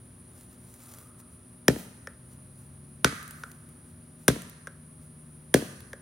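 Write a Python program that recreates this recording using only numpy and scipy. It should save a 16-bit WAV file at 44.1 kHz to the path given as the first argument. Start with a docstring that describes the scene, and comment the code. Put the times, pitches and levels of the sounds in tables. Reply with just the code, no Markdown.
"""Axe blows in a clearing

Four blows into a standing tree, heard across leaf-covered ground: each cracks (shaped noise), rings
and thumps (damped modes). Soft ground delays the lows, so each blow sweeps downward; near trunks and
woods scatter it; a faint centred repeat follows 0.39 s later. Chips tick and dry leaves rustle (noise
bursts); a far call, insects and low rumble are filtered noise, far engines are wavering sines."""
import sys
import numpy as np
from scipy import signal
from scipy.fft import rfft, irfft, next_fast_len
from scipy.io import wavfile
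from scipy.ndimage import uniform_filter1d, minimum_filter1d

SR = 44100
rng = np.random.default_rng(int(sys.argv[2]) if len(sys.argv) > 2 else 0)


def int16_out(signal):
    """Quantize to a 16-bit WAV file."""
    q = np.round(np.clip(np.atleast_2d(signal).T, -1, 1) * 32767)
    wavfile.write(sys.argv[1], SR, q.astype(np.int16))


N = 265041
T = np.arange(N) / SR
SIZE = 65536  # length of blows and responses, samples
T_RESPONSE = np.arange(SIZE) / SR
F = np.maximum(np.arange(SIZE // 2 + 1) * SR / SIZE, 1)


def undb(db):
    """Decibels to gain."""
    return 10 ** (np.asarray(db) / 20)


def unit(x):
    """Scale to rms 1."""
    return x / np.sqrt(np.mean(x ** 2))


def across(hz, table, axis=1):
    """Read a table column along log frequency."""
    table = np.array(table)
    return np.interp(np.log(np.maximum(hz, 1)), np.log(table[:, 0]), table[:, axis])


def along(table, axis=1):
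    """Read a table column along time."""
    table = np.array(table)
    return np.interp(T, table[:, 0], table[:, axis])


def shape(x, gain):
    """Filter by a gain given as a function of frequency."""
    size = next_fast_len(x.shape[-1] + 4096)
    f = np.maximum(np.fft.rfftfreq(size, 1 / SR), 1)
    return irfft(rfft(x, size) * gain(f), size)[..., :x.shape[-1]]


def mode(f, hz, width_hz):
    """Response of one damped resonance, 1 at its centre."""
    return 1 / (1 + 1j * (f ** 2 - hz ** 2) / (f * width_hz))


def delay(s):
    """Pure delay as a phase slope over F."""
    return np.exp(-2j * np.pi * F * s)


def walk(knots_per_s):
    """Random curve, linear between 1024 unit-variance knots; holds the last knot if they run out."""
    knots = rng.standard_normal(1024)
    return np.interp(T * knots_per_s, np.arange(len(knots)), knots)


def add(track, s, x):
    """Mix a sound in at a time."""
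    start = max(int(s * SR), 0)
    track[start:start + len(x)] += x[:N - start]


# low outdoor rumble spectrum: f/Hz, relative level/dB
RUMBLE = [(25, -32), (40, -22), (62, -14), (85, -4.5), (125, -7), (200, -15), (250, -13), (310, -21),
          (450, -24.5), (700, -30.5), (1200, -31.5), (2400, -38), (8000, -46)]
# insect chorus spectrum: f/Hz, relative level/dB
INSECTS = [(7000, -44.5), (8300, -21.5), (9050, -0.5), (9500, 1.5), (10000, 0), (10800, -5.5), (11600, -28),
           (13000, -26.5), (16000, -35)]
RUMBLE_DB, INSECT_DB = -54, -58


def background():
    """Low outdoor rumble and an insect chorus: coloured noise, its level fluttering slightly."""
    rumble = unit(shape(rng.standard_normal(N), lambda f: undb(across(f, RUMBLE))))
    insects = unit(shape(rng.standard_normal(N),
                         lambda f: undb(across(f, INSECTS)) / (1 + (5000 / f) ** 4)))
    return rumble * undb(RUMBLE_DB + .5 * walk(2.4)) + insects * undb(INSECT_DB + 1.3 * walk(45))


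# far engine under changing load: t/s, main tone f/Hz, level/dB
ENGINE = [(0.0, 130.0, -60.5), (0.7, 122.0, -61.5), (1.5, 116.5, -64.5), (2.15, 126.5, -58.5),
          (2.9, 143.5, -53.5), (3.9, 156.5, -60), (5.4, 151.5, -53.5), (6.0, 128.5, -57)]
# its harmonics: multiple of main tone, relative level/dB
ENGINE_ORDERS = [(.5, -9), (1, 1.5), (1.5, -7)]
# hum of a far mains-driven machine: multiple of mains frequency, level/dB
HUM = [(3, -64.5), (4, -61), (6, -68.5)]
# drone of a second far motor: multiple of its speed, level/dB
FAN = [(3, -68.5), (6, -76.5), (7, -74.5)]
MAINS_HZ, FAN_HZ = 60, 88
ENGINE_WAVER, HUM_WAVER, FAN_WAVER = 0.0035, 0.00058, .0015  # fraction of f


def engines():
    """Far motors as sines: one rises and falls in speed, two hum with slight waver."""
    def tone(hz, db, waver):
        level = np.sqrt(2) * undb(db + 0.62 * walk(2.1))
        return level * np.sin(2 * np.pi * np.cumsum(hz * (1 + waver * walk(10))) / SR)
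    main_hz, main_db = along(ENGINE), along(ENGINE, axis=2)
    motor = sum(tone(k * main_hz, main_db + db, ENGINE_WAVER) for k, db in ENGINE_ORDERS)
    hum = sum(tone(k * MAINS_HZ, db, HUM_WAVER) for k, db in HUM)
    fan = sum(tone(k * FAN_HZ, db, FAN_WAVER) for k, db in FAN)
    return motor + hum + fan


CALL_S, CALL_ATTACK_S, CALL_HOLD_S = .76, .11, .2
CALL_DB, CALL_FADE_DB_PER_S = -64, 32
CALL_HZ, CALL_WIDTH_HZ = 1229, 330


def far_call():
    """Faint far call, blurred by the woods to resonant noise: swells, holds, fades."""
    call = unit(shape(rng.standard_normal(N), lambda f: mode(f, CALL_HZ, CALL_WIDTH_HZ) ** 2))
    age = T - CALL_S
    fading_s = np.maximum(age - CALL_ATTACK_S - CALL_HOLD_S, 0)
    swell = np.clip(age / CALL_ATTACK_S, 0, 1)
    return call * swell * undb(CALL_DB - CALL_FADE_DB_PER_S * fading_s)


SPRAY_FLIGHT_S, SPRAY_RISE_S, SPRAY_DECAY_S = 0.12, 0.067, 0.051


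def spray(age):
    """Envelope of bark after a blow: it flies, lands in the leaves, trickles out."""
    late = age - SPRAY_FLIGHT_S
    return np.exp(-(np.minimum(late, 0) / SPRAY_RISE_S) ** 2 - np.maximum(late, 0) / SPRAY_DECAY_S)


# dry-leaf spectrum: f/Hz, relative level/dB
LEAVES = [(500, 7.5), (1500, 0), (3000, -4.5), (6500, -1.5), (10000, 2), (13000, 1), (16000, -1.5)]
# rustles in dry leaves, from boots or falling bark: t/s, half length/s, level/dB
RUSTLES = [(.40, 0.067, -60), (.53, .025, -64), (.75, 0.14, -60), (.95, 0.11, -54.5), (1.2, .015, -59),
           (1.325, .025, -69), (2.326, 0.032, -61), (2.612, 0.053, -66), (3.39, 0.2, -62),
           (3.729, 0.014, -72), (3.9, 0.036, -66.5), (4.228, .042, -63), (5.033, 0.025, -64.5)]
CRUNCH_DB, CRUNCH_KNOTS_PER_S = 3, 290  # uneven give; knots run out after about 3.5 s
LEAF_STIR_DB = -86


def leaves():
    """Dry leaves as noise of uneven grains: separate rustles, and bark sprayed by each blow."""
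    grains = rng.standard_normal(N) * undb(3.6 * np.minimum(rng.exponential(size=N), 5))
    crackle = unit(shape(grains, lambda f: undb(across(f, LEAVES)) / (1 + (300 / f) ** 2)))
    rustles = sum(undb(db) * np.exp(-((T - s) / length) ** 2) for s, length, db in RUSTLES)
    bark = sum(undb(spray_db) * spray(T - s) for s, *_, spray_db in CHOPS)
    crunch = undb(CRUNCH_DB * walk(CRUNCH_KNOTS_PER_S))
    return crackle * ((rustles + bark) * crunch + undb(LEAF_STIR_DB + 1.2 * walk(18)))


# larger chips landing, twigs snapping: t/s, peak level/dB, treble level/dB
CHIPS = [(0.74, -36.5, 7), (0.8355, -38, 12), (3.228, -35, 1), (3.2788, -33, 7), (3.3085, -32, 7),
         (3.516, -34, 2), (3.69, -43, 7), (4.4196, -30.5, 3), (4.4967, -33, 10), (5.805, -36, -4)]
CHIP_HZ, CHIP_WIDTH_HZ, CHIP_T60_S = 2360, 4700, 0.013


def chips():
    """Small dry pieces tick against bark and leaves: short noise through two broad modes."""
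    out, t = np.zeros(N), np.arange(2048) / SR
    for s, db, treble_db in CHIPS:
        burst = rng.standard_normal(len(t)) * 1000 ** (-t / CHIP_T60_S)
        tick = shape(burst, lambda f: mode(f, CHIP_HZ, CHIP_WIDTH_HZ) + undb(treble_db) * mode(f, 10200, 5900))
        add(out, s, undb(db) * tick / abs(tick).max())
    return out


# scatter from trunks and leaves: f/Hz, early level/dB, late level/dB, late t60/s
WOODS = [(67.6, -3, -19.5, 0.6), (160.9, -4.5, -12.5, 0.6), (410, -9, -30.5, 1.3), (764, -19, -19, 0.59),
         (1510, -15, -15.5, 1.4), (3520, -12, -17, 0.54), (7590, -12, -18.5, 1.1),
         (15000, -18.5, -15.5, 0.33)]
EARLY_T60_S = 0.19


def woods():
    """Forest response in octave-spaced bands: quick scatter from near trunks, long tail from leaves."""
    t = T_RESPONSE
    spectrum, out = rfft(rng.standard_normal(SIZE)), 0
    early = 1000 ** (-t / EARLY_T60_S) * (1 - np.exp(-(t / 0.0018) ** 2))
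    early = early / np.linalg.norm(early)
    for hz in 46 * 2 ** np.arange(10):
        band = irfft(spectrum * np.maximum(1 - abs(np.log2(F / hz)), 0))
        late = 1000 ** (-t / across(hz, WOODS, axis=3)) * (1 - np.exp(-t / 0.018))
        late = late / np.linalg.norm(late)
        out = out + band * np.hypot(undb(across(hz, WOODS)) * early,
                                    undb(across(hz, WOODS, axis=2)) * late)
    return out


# colour of the late repeat: f/Hz, width/Hz, level/dB
REPEAT = [(1444, 520, -1), (565, 180, -10), (5870, 6800, -14)]
REPEAT_S, REPEAT_DB = .3903, -15.5
REPEAT_TAIL_DB, REPEAT_TAIL_T60_S = -7, 0.27


def late_repeat():
    """Response of a faint, band-limited repeat at a fixed delay, with a soft noise tail."""
    tail = rng.standard_normal(SIZE) * 1000 ** (-T_RESPONSE / REPEAT_TAIL_T60_S)
    body = 1 + undb(REPEAT_TAIL_DB) * rfft(tail / np.linalg.norm(tail)) / (1 + (F / 2500) ** 2)
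    colour = sum(undb(db) * mode(F, hz, width) for hz, width, db in REPEAT) / (1 + (400 / F) ** 4)
    return irfft(undb(REPEAT_DB) * body * colour * delay(REPEAT_S))


# splitting fibres spectrum: f/Hz, level/dB
CRACK = [(400, -17.5), (1100, 3), (2100, -1.5), (2700, -6.5), (3600, 5), (4200, -10.5), (5700, 1),
         (7600, -8.5), (9200, 2.5), (12000, -4), (16000, -8)]
# modes of the cut around the blade: multiple of ring f, width/Hz, level/dB
CUT = [(1, 170, -0.5), (1.298, 220, -14.5)]
# trunk modes before each blow's pitch factor: f/Hz, width/Hz
TRUNK = [(230, 430), (460, 590)]
BLADE_LAG_S, CUT_LAG_S = .0006, .0013
THUMP_LAG_S = .0017  # trunk gives way after the blade has bitten
GROUND_LOW_HZ, GROUND_TOP_HZ = 58.3, 750  # thump carries only between these
WOODS_RING_WIDTH_HZ = 880  # ring blurred by the trees


def chop(crack_db, bite_s, top_hz, blade_hz, blade_db, ring_hz, ring_db, thump_db, pitch, upper_db, send_db):
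    """One blow, crack plus ring plus thump: heard straight on, and as the woods receive it all round."""
    t = T_RESPONSE
    # fibres split as the blade enters and slows, with a little late splintering
    bite = (1 - np.exp(-(t / 0.00053) ** 2)) * (np.exp(-t / bite_s) + undb(-19.5) * np.exp(-t / 0.0041))
    burst = rfft(rng.standard_normal(SIZE) * bite)
    even = burst / (abs(burst) + 1e-12)  # flat spectrum, phase kept
    fibres = rfft(irfft(even) * np.sqrt(bite))
    fibres = fibres / np.sqrt(np.mean(abs(fibres) ** 2))
    colour = undb(crack_db + across(F, CRACK)) / (1 + (F / top_hz) ** 4)

    # steel and cut ring for a few cycles only, gripped by the wood
    blade = undb(blade_db) * mode(F, blade_hz, 0.049 * blade_hz)
    cut_modes = sum(undb(db) * mode(F, k * ring_hz, width) for k, width, db in CUT)
    cut = undb(ring_db) * cut_modes / (1 + (1000 / F) ** 4)
    ring = blade * delay(BLADE_LAG_S) + cut * delay(CUT_LAG_S)

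    # neighbouring trunk modes swing against each other
    low, upper = (mode(F, pitch * hz, width) for hz, width in TRUNK)
    trunk = low - undb(upper_db) * upper
    # porous ground swallows the thump's top and holds back its lows
    delay_s = .0021 * (1000 / np.maximum(F, 60)) ** .76
    ground = np.exp(-2j * np.pi * np.cumsum(delay_s) * SR / SIZE)
    ground = ground / (1 + (F / GROUND_TOP_HZ) ** 5) / (1 + (GROUND_LOW_HZ / F) ** 5)
    thump = undb(thump_db) * trunk * ground * delay(THUMP_LAG_S)

    # summed over all directions, peaks of crack and ring are smoothed
    spread_crack = even * np.sqrt(uniform_filter1d(colour ** 2, size=3000))
    spread_ring = undb(ring_db + send_db) * mode(F, 0.95 * ring_hz, WOODS_RING_WIDTH_HZ) ** 3
    ahead = fibres * colour + ring + thump
    around = spread_crack + spread_ring + thump
    return irfft([ahead, around])[:, :SIZE // 8]


# blows: t/s, crack level/dB, bite decay/s, crack top f/Hz, blade f/Hz, blade level/dB, ring f/Hz,
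# ring level/dB, thump level/dB, trunk pitch factor, upper trunk mode level/dB,
# ring sent into woods level/dB, bark spray level/dB (played by leaves)
CHOPS = [(1.6812, 9.5, 0.0016, 16970, 5440, 22, 1776, 28.5, 33, 1.13, -13, -19.5, -49),
         (3.0453, 15, 0.00037, 10650, 3560, 6, 1438, 28.5, 25.5, 0.65, -26.5, -3.5, -60.5),
         (4.2803, 12, 0.0063, 15000, 9050, 21.5, 1610, 27.5, 34, 0.78, 1, -18.5, -59.5),
         (5.5412, 13.5, 0.000476, 17900, 10200, 20.5, 1649, 24.5, 34, 1.38, -7.5, -10, -59.5)]
# echoes from near trunks: delay t/s, level/dB, lowest f/Hz, highest f/Hz
ECHOES = [(0.0156, -10.5, 126.3, 603), (0.0194, -18, 151, 704), (0.0785, -19, 154, 496)]


def axe():
    """Blows convolved with trunks, woods and repeat: frontal sound, sideways scatter, late repeat."""
    direct, sent = np.zeros(N), np.zeros(N)
    for s, *blow, _ in CHOPS:
        ahead, around = chop(*blow)
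        add(direct, s, ahead)
        add(sent, s, around)
    trunks = irfft(sum(undb(db) * delay(s) / (1 + (lo / F) ** 2) / (1 + 1j * F / hi)
                       for s, db, lo, hi in ECHOES))
    near = direct + signal.fftconvolve(direct, trunks)[:N]
    mid = near + signal.fftconvolve(sent, woods())[:N]
    scatter = signal.fftconvolve(sent, woods())[:N]  # fresh draw, so it differs from mid
    repeat = signal.fftconvolve(direct, late_repeat())[:N]
    return mid, scatter, repeat


# two microphone ports: f/Hz, left minus right level/dB, left lead/rad
PORTS = [(130, .3, 0), (300, 2.2, .1), (550, 4.5, .1), (850, 9, -.7), (1100, 3, -1.6), (1500, -3, -1.2),
         (2000, -7, -.8), (2700, -5, 0), (3500, -2, .3), (4400, 2, -.8), (5500, 3, -.5), (7000, 2, -1.4),
         (9000, .3, .1), (11000, .3, .1), (13000, .3, -1)]


def ports(f):
    """Each microphone port colours and delays near sound in its own way; their mean gain is 1."""
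    half = undb(across(f, PORTS) / 2) * np.exp(.5j * across(f, PORTS, axis=2))
    return np.array([half, 1 / half]) / abs((half + 1 / half) / 2)


WIDE_LOW_HZ, WIDE_HIGH_HZ = 550, 6200  # sides differ mainly in this range
SCATTER_SIDE_DB, BACKGROUND_SIDE_DB, BASS_SIDE_DB = 0.5, -5, -27
ENGINE_PAN_DB = 1.7  # left minus right


def scene():
    """Work ahead in wide, diffuse woods; late repeat and call dead centre, motors a little left."""
    blows, scatter, repeat = axe()
    mid = blows + chips() + leaves() + background()
    diffuse = undb(SCATTER_SIDE_DB) * scatter + undb(BACKGROUND_SIDE_DB) * background()

    def width(f):
        return (undb(BASS_SIDE_DB) + 1 / (1 + (WIDE_LOW_HZ / f) ** 2)) / (1 + (f / WIDE_HIGH_HZ) ** 3)
    side = shape(diffuse, width)
    motors = engines() * undb(np.array([[ENGINE_PAN_DB], [-ENGINE_PAN_DB]]) / 2)
    return shape(np.array([mid + side, mid - side]), ports) + repeat + far_call() + motors


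LIMIT, TOP_HZ = 0.76, 15900


def record(dry):
    """Quick limiter, one gain for both sides, holds the peaks; a steep low-pass cuts the top."""
    gain = LIMIT / np.maximum(abs(dry).max(axis=0), LIMIT)
    x = dry * uniform_filter1d(minimum_filter1d(gain, size=45), size=45)
    return signal.sosfilt(signal.ellip(8, .2, 70, TOP_HZ, fs=SR, output="sos"), x)


dry = scene()
out = record(dry)
int16_out(out)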